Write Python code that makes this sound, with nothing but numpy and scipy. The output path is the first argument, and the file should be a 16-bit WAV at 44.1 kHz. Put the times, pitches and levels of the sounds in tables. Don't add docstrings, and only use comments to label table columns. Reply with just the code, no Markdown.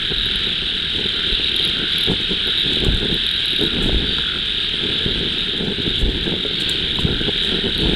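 import sys
import numpy as np
from scipy import signal
from scipy.fft import rfft, irfft, next_fast_len
from scipy.io import wavfile
from scipy.ndimage import uniform_filter1d

SR = 44100
rng = np.random.default_rng(int(sys.argv[2]) if len(sys.argv) > 2 else 0)


def wav_record(signal):
    frames = np.transpose(np.atleast_2d(signal))
    bounded = np.clip(frames, -1, 1)
    quanta = np.round(bounded * 32767).astype(np.int16)
    wavfile.write(sys.argv[1], SR, quanta)


N = 350595
T = np.arange(N) / SR

# (time [s], level [dB])
SHRILL_LEVEL = [(0, -21.5), (.27, -20.5), (.7, -21), (1.15, -21), (1.28, -19.5), (1.63, -19), (1.82, -22),
                (1.99, -18.5), (2.12, -20.7), (2.8, -19), (3, -22.5), (3.25, -20), (3.65, -20.5),
                (3.98, -22), (4.65, -20.5), (5.48, -22), (5.63, -25), (5.95, -21.5), (6.1, -25),
                (6.72, -20.5), (7.18, -23), (7.38, -20.5), (7.95, -21.5)]
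# (frequency [Hz], level [dB])
SHRILL_SPECTRUM = [(1700, -26), (2050, -18), (2500, -13.5), (2850, -8.5), (3200, -2), (3550, -2),
                   (3850, -0.5), (4000, -8), (4200, -14.5), (4600, -18), (5200, -27.5), (6000, -41),
                   (7500, -76)]
# (time [s], length [s], pulse rate [Hz], starting level [dB], starting level of the bright edge [dB])
NEAR_RATTLES = [(.183, .04, 37.2, -8, -42), (.2573, .01, 40, -9, -32), (.3576, .01, 40, -12, -33),
                (1.3269, .035, 42.7, -8.5, -41), (1.4434, .045, 32.3, -8, -38), (1.5209, .01, 40, -17, -41),
                (1.5628, .08, 31.5, -7, -27.5), (1.6496, .04, 37.9, -9, -22.5), (1.9206, .01, 40, -16, -36),
                (1.9824, .095, 37, -10, -26), (2.4721, .04, 37.6, -11, -33), (2.575, .06, 46.5, -10, -32.5),
                (3.1434, .01, 40, -14, -32), (3.265, .11, 41.3, -8.5, -30.5),
                (3.4562, .09, 40.5, -9.5, -29), (3.5623, .035, 42, -9, -31),
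                (3.6114, .065, 39.1, -9.5, -30), (7.7787, .04, 37.7, -14, -34)]
# (time [s], length [s], pitch [Hz], pulse rate [Hz], peak level [dB])
SOLO_CALLS = [(0.763, 0.14, 1660, 78, -30), (1.059, 0.21, 1500, 69, -24.5), (1.731, 0.22, 1490, 58, -22.5),
              (2.422, 0.14, 1460, 85, -28), (3.595, 0.12, 1470, 83, -27.5), (4.042, 0.15, 4550, 115, -32),
              (4.199, 0.21, 1430, 51, -24.5), (4.553, 0.14, 4640, 110, -39), (6.495, .32, 4290, 65, -26),
              (7.103, .25, 1530, 40, -27), (7.71, 0.19, 4320, 120, -29)]
# (time [s], level [dB])
LOW_LEVEL = [(0, -31.5), (.6, -35), (1.5, -34), (2.7, -34), (3.7, -34), (4.6, -35), (5.1, -34), (6.1, -37),
             (6.6, -35), (7.95, -33.5)]
# (frequency [Hz], level [dB])
LOW_SPECTRUM = [(1000, -25), (1200, -12.5), (1400, -2.5), (1620, 1.5), (1850, -3), (2200, -8), (2800, -53)]
# (centre time [s], level [dB], length [s])
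SLEEVE_BRUSHES = [(.12, -26.5, 0.031), (.49, -32, 0.081), (1.02, -29.5, 0.12), (1.15, -35, .05),
                  (1.29, -29, 0.059), (1.4, -34, .04), (1.61, -34.5, 0.18), (1.81, -30.5, 0.12),
                  (2.11, -19, 0.054), (2.21, -30, 0.03), (2.32, -25, 0.038), (2.48, -25, 0.025),
                  (2.69, -30, 0.11), (2.88, -24.5, 0.16), (3.04, -23, 0.06), (3.12, -24, 0.065),
                  (3.53, -31, 0.028), (3.635, -21.5, 0.066), (3.8, -24, 0.15), (3.96, -26, 0.22),
                  (4.2, -38.5, 0.15), (4.36, -31, 0.044), (4.87, -26, 0.11), (5.04, -32, 0.34),
                  (5.21, -32, 0.16), (5.61, -26, 0.093), (5.7, -26, .05), (5.88, -29, 0.065),
                  (6.09, -26, 0.14), (6.31, -23, 0.11), (6.72, -28, 0.055), (6.92, -31.5, .08),
                  (7.06, -23, 0.13), (7.22, -27, 0.11), (7.29, -21.5, 0.021), (7.54, -25, 0.12),
                  (7.67, -21.5, 0.074), (7.88, -19, 0.16)]
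# (time [s], level [dB])
CLOTHES_LEVEL = [(0, -37.5), (1.5, -38), (2.5, -38), (3.4, -40), (4.5, -37.5), (5.3, -32.5), (6.6, -33),
                 (7.95, -34)]
# (frequency [Hz], level [dB])
RUB_SPECTRUM = [(70, -5), (120, -7), (170, 2.5), (270, -3.5), (400, 0.5), (480, -7.5), (580, -18.5),
                (900, -21), (1200, -36), (2500, -58), (10000, -82)]
# (centre time [s], level [dB], length [s])
STRIDE_SWAYS = [(.2, -29.5, 0.28), (1.35, -33, 0.13), (2.13, -33, .15), (2.9, -18, 0.075),
                (3.1, -27.5, 0.13), (3.93, -20, 0.18), (5.2, -27, 0.18), (6.06, -18.5, 0.13),
                (7.08, -23.5, .24), (7.86, -25, 0.22)]
# (frequency [Hz], level [dB])
SWAY_SPECTRUM = [(12, -10), (25, 4), (55, 0.5), (90, -4.5), (140, -7.5), (250, -11), (500, -64)]
# (centre time [s], peak level [dB], pitch [Hz])
FOOT_THUDS = [(1.332, -17.5, 28), (2.118, -10, 185), (2.888, -6.5, 77.5), (2.923, -16, 35),
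              (2.947, -11.5, 50), (3.897, -23, 45), (3.962, -13, 35), (5.063, -11, 156), (5.803, -12, 190),
              (5.879, -10, 163), (6.036, -9, 39.7), (6.082, -15, 35), (7.035, -17, 30), (7.053, -2.5, 113),
              (7.107, -14, 75)]
# (time [s], peak level [dB], main pitch [Hz], decay by 60 dB [s])
GEAR_KNOCKS = [(2.11, -25, 378, 0.044), (2.115, -17, 855, 0.022), (2.77, -11.5, 366, 0.035),
               (2.848, -26, 1130, .05), (2.887, -16, 594, .03), (3.614, -14.5, 330, 0.34),
               (3.894, -9.5, 560, 0.012), (4.184, -15, 1420, 0.022), (6.338, -12, 390, 0.017),
               (6.45, -12, 417, 0.11), (6.987, -13.5, 1000, 0.014), (7.214, -9, 338, 0.033),
               (7.283, -10, 343, 0.039)]
# (time [s], level [dB], length [s])
GRASS_RUSTLES = [(1.31, -49, 0.026), (2.097, -46, 0.033), (2.716, -48, 0.04), (2.84, -48, 0.053),
                 (3.62, -47, 0.028), (3.815, -46, 0.063), (5.985, -46, 0.039), (6.598, -40, 0.034),
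                 (6.68, -48, 0.078), (6.99, -46.5, 0.037), (7.425, -46, 0.055), (7.8, -51, 0.045)]
# (time [s], level [dB], length [s])
STALK_SNAPS = [(2.802, -40, .003), (2.847, -29.5, 0.0019), (2.946, -37, .002), (2.971, -38, .002),
               (3.002, -47, .002), (3.048, -44, 0.0019), (6.012, -41, .003), (6.693, -29.5, 0.0064),
               (6.969, -42, .002)]
# (frequency [Hz], level [dB])
GRASS_SPECTRUM = [(2500, 0), (6000, 1), (7800, 9.5), (9500, 7.5), (12000, -3.5), (15500, -10)]
# (time [s], level [dB], chirp depth [0-1])
INSECT_LEVEL = [(0, -56.5, 0), (1.5, -54.5, 0.1), (3.6, -53, 0), (4.2, -55, 0.1), (4.6, -54.5, .8),
                (5.8, -57, 0.6), (6.3, -63, .4), (7.1, -56, 0), (7.95, -51, 0.3)]
# (frequency [Hz], level [dB])
HISS_SPECTRUM = [(200, 23), (700, -8), (1100, 1), (3000, 16.5), (6000, 2), (7000, 3), (9500, 3),
                 (10800, -19), (11500, -20), (12300, -8), (15500, -9)]


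def undb(db):
    return 10 ** (np.asarray(db) / 20)


def unit(x):
    return x / np.sqrt(np.mean(x ** 2) + 1e-18)


def gain_curve(table):
    s, db = np.transpose(table)
    return undb(np.interp(T, s, db))


def colour(x, spectrum):
    hz, db = np.transpose(spectrum)
    size = next_fast_len(N)
    f = np.maximum(np.fft.rfftfreq(size, 1 / SR), 1)
    gain = undb(np.interp(np.log(f), np.log(hz), db))
    return unit(irfft(rfft(x, size) * gain, size)[:N])


def wander(rate_hz):
    knots = rng.standard_normal(4096)
    return np.interp(T * rate_hz, np.arange(len(knots)), knots)


def add(out, s, x):
    i = max(int(s * SR), 0)
    out[i:i + len(x)] += x[:max(N - i, 0)]


def grains(rate_hz, spread_db):
    hits = rng.random(N) < rate_hz / SR
    sizes = rng.standard_normal(N) * undb(spread_db * rng.standard_normal(N))
    return unit(hits * sizes)


def swells(table, edge):
    power = np.zeros(N)
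    for s, db, length in table:
        power += undb(2 * db) * np.exp(-np.abs(2 * (T - s) / length) ** edge)
    return np.sqrt(power)


def bursts(table):
    out = np.zeros(N)
    for s, db, length in table:
        u = 3 * T[:SR // 2] / length
        add(out, s, undb(db) * u * np.exp(1 - u))
    return out


def sac_pulses(times, sizes, hz, rise_s):
    t = np.arange(SR // 70) / SR
    shape = (t / rise_s * np.exp(1 - t / rise_s)) ** 2
    chance = rng.standard_normal((len(times), 2))
    pitch = hz * (1 + 0.013 * chance[:, :1])
    waves = np.sin(2 * np.pi * (pitch * t + chance[:, 1:])) * shape * sizes[:, None]
    index = (np.maximum(times, 0) * SR).astype(int)[:, None] + np.arange(len(t))
    return np.bincount(index.ravel(), waves.ravel(), N)[:N]


def rattle(hz, pulse_hz, rise_s, call_s, duty):
    own = rng.standard_normal(2)
    chance = rng.standard_normal((400, 2))
    beats = rng.random() + np.cumsum(1 + .06 * chance[:, 0]) - 1
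    times = beats / (pulse_hz * (1 + .05 * own[0]))
    calls = times / (call_s * np.exp(.25 * own[1])) + rng.random()
    effort = np.sqrt(np.abs(np.sin(np.pi * np.minimum(calls % 1 / duty, 1))))
    drift = np.interp(calls, np.arange(len(times)), rng.standard_normal(len(times)))
    sizes = effort * undb(1.5 * chance[:, 1])
    return unit(sac_pulses(times, sizes, hz * (1 + 0.021 * drift[:, None]), rise_s))


def field(x, t60, wet_db):
    t = T[:SR // 2]
    fade = undb(-60 * t / t60)
    window = np.hanning(len(t))
    wet = np.zeros(N)
    for i in range(0, N, len(t) // 2):
        piece = x[i:i + len(t)]
        tail = rng.standard_normal(len(t)) * fade / np.linalg.norm(fade)
        add(wet, i / SR, signal.fftconvolve(piece * window[:len(piece)], tail))
    return x + undb(wet_db) * wet


def shrill_frogs():
    crowd = np.zeros(N)
    for hz in np.linspace(1950, 4150, num=32):
        crowd += rattle(hz, pulse_hz=39.13, rise_s=.0012, call_s=.45, duty=1.0)
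    crowd = colour(field(unit(crowd), t60=.3, wet_db=-8), SHRILL_SPECTRUM)
    wash = unit(rng.standard_normal(N) * undb(wander(9)))
    return unit(crowd + .65 * colour(wash, SHRILL_SPECTRUM))


def overtones(voice, second_db, third_db):
    z = signal.hilbert(voice, next_fast_len(N))[:N]
    turn = np.exp(1j * np.angle(z))
    return np.real(z * np.abs(z) * (undb(second_db) * turn + undb(third_db) * turn ** 2))


def near_frog(pitch_hz, edge_hz, rise_s, edge_rise_s, near_db, edge_db):
    fade_db_per_s, edge_fade_db_per_s = 27, 87
    scatter_db, weak_pulse_db = 2, 3
    out = np.zeros(N)
    for start, length, pulse_hz, db, bright_db in NEAR_RATTLES:
        t = np.arange(0, length, 1 / pulse_hz)
        body = undb(db + near_db - fade_db_per_s * t)
        out += sac_pulses(start + t, body, pitch_hz, rise_s)
        uneven = scatter_db * rng.standard_normal(len(t)) - weak_pulse_db * (np.arange(len(t)) % 2)
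        edge = undb(bright_db + edge_db + uneven - edge_fade_db_per_s * t)
        crest_lag = rise_s - edge_rise_s
        out += sac_pulses(start + t + crest_lag, edge, edge_hz, edge_rise_s)
    return out


def callers(rise_s):
    out = np.zeros(N)
    for start, length, hz, pulse_hz, db in SOLO_CALLS:
        t = np.arange(0, length, 1 / pulse_hz)
        effort = np.sqrt(np.abs(np.sin(np.pi * t / length)))
        out += sac_pulses(start + t, undb(db) * effort, hz, rise_s)
    return field(out, t60=0.45, wet_db=-8.0)


def low_frogs():
    crowd = np.zeros(N)
    for hz in np.linspace(1300, 1850, num=10):
        crowd += rattle(hz, pulse_hz=37.95, rise_s=0.002, call_s=.5, duty=0.54)
    crowd = colour(field(unit(crowd), t60=0.29, wet_db=-6.5), LOW_SPECTRUM)
    return unit(crowd + undb(1) * colour(rng.standard_normal(N), LOW_SPECTRUM))


def clothing(rub_db, swish_db):
    rub = np.hypot(swells(SLEEVE_BRUSHES, edge=2.9), gain_curve(CLOTHES_LEVEL))
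    slips = grains(140, 1) + 1.1 * grains(3000, 2)
    cloth = colour(slips * undb(1.56 * wander(45)), RUB_SPECTRUM)
    swish = colour(grains(3000, 1.9), GRASS_SPECTRUM)
    return (cloth + undb(swish_db) * swish) * rub * undb(rub_db)


def swaying_hand(sway_db, tremor_db):
    sway = np.hypot(swells(STRIDE_SWAYS, edge=1.2), undb(tremor_db))
    return colour(rng.standard_normal(N), SWAY_SPECTRUM) * sway * undb(sway_db)


def thuds(thud_db):
    out = np.zeros(N)
    t = T[:SR // 5]
    for s, db, hz in FOOT_THUDS:
        u = 2 * np.pi * hz * (t - t.mean())
        add(out, s - t.mean(), -undb(db + thud_db) * u * np.exp((1 - u ** 2) / 2))
    return out


def knocks(knock_db):
    modes = [(.72, 0.42), (.86, 0.26), (1, 1), (1.27, 0.28)]
    out = np.zeros(N)
    t = T[:SR // 5]
    for s, db, hz, t60 in GEAR_KNOCKS:
        ring = sum(size * np.sin(2 * np.pi * hz * ratio * t) for ratio, size in modes)
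        ring = ring * undb(-60 * t / t60) * (1 - np.exp(-t / .0008))
        add(out, s, undb(db + knock_db) * ring / np.abs(ring).max())
    return out


def grass(rustle_db, snap_db):
    crackle = colour(grains(2200, 4), GRASS_SPECTRUM) * bursts(GRASS_RUSTLES)
    snaps = colour(rng.standard_normal(N), GRASS_SPECTRUM) * bursts(STALK_SNAPS)
    return crackle * undb(rustle_db) + snaps * undb(snap_db)


def insect(pitch_hz, insect_db):
    stroke_hz = 111.6
    chirp_s, chirp_crest_s = .138, 4.63
    s, db, depth = np.transpose(INSECT_LEVEL)
    chirps = 1 + np.interp(T, s, depth) * np.cos(2 * np.pi * (T - chirp_crest_s) / chirp_s)
    strokes = np.sin(np.pi * np.cumsum(stroke_hz * (1 + 0.0483 * wander(7.9))) / SR) ** 2
    wing = rng.standard_normal(N) * strokes
    for sharpness in (18, 8):
        wing = signal.lfilter(*signal.iirpeak(pitch_hz, sharpness, fs=SR), wing)
    return unit(wing * chirps) * undb(np.interp(T, s, db) + insect_db)


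def far_hiss(hiss_db):
    flutter = undb(3.9 * wander(160))
    return colour(rng.standard_normal(N) * flutter, HISS_SPECTRUM) * undb(hiss_db)


def scene():
    voice = shrill_frogs()
    voice = voice + overtones(voice, second_db=-45.0, third_db=-43.5)
    frogs = voice * gain_curve(SHRILL_LEVEL) * undb(0.05)
    frogs += near_frog(pitch_hz=3780, edge_hz=11000, rise_s=.0013, edge_rise_s=.00042, near_db=-.5, edge_db=6.5)
    frogs += callers(rise_s=0.0022)
    frogs += low_frogs() * gain_curve(LOW_LEVEL) * undb(-0.64)
    walker = clothing(rub_db=1.5, swish_db=-40.5) + swaying_hand(sway_db=-0.5, tremor_db=-36)
    walker += thuds(thud_db=-0.5) + knocks(knock_db=-3.0) + grass(rustle_db=2.5, snap_db=3.0)
    background = insect(pitch_hz=8620, insect_db=-3.0) + far_hiss(hiss_db=-44.5)
    return (frogs + walker + background)[None]


def duck(x, threshold_db, amount):
    loud = np.sqrt(np.abs(uniform_filter1d(x ** 2, size=900)))
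    over = np.maximum(loud / undb(threshold_db) - 1, 0)
    return x / (1 + amount * over)


def record(dry, limit_db=-7.5):
    dry = duck(dry, threshold_db=-16.5, amount=0.28)
    bass = signal.sosfiltfilt(signal.butter(2, 1000, fs=SR, output="sos"), dry)
    treble = dry - bass
    envelope = np.sqrt(2 * np.abs(uniform_filter1d(treble ** 2, size=40)))
    gain = (1 + (envelope / undb(limit_db)) ** 6) ** (-1 / 6)
    top_cut = signal.ellip(8, .2, 70, 15700, fs=SR, output="sos")
    return signal.sosfilt(top_cut, bass + gain * treble)


dry = scene()
out = record(dry)
wav_record(out)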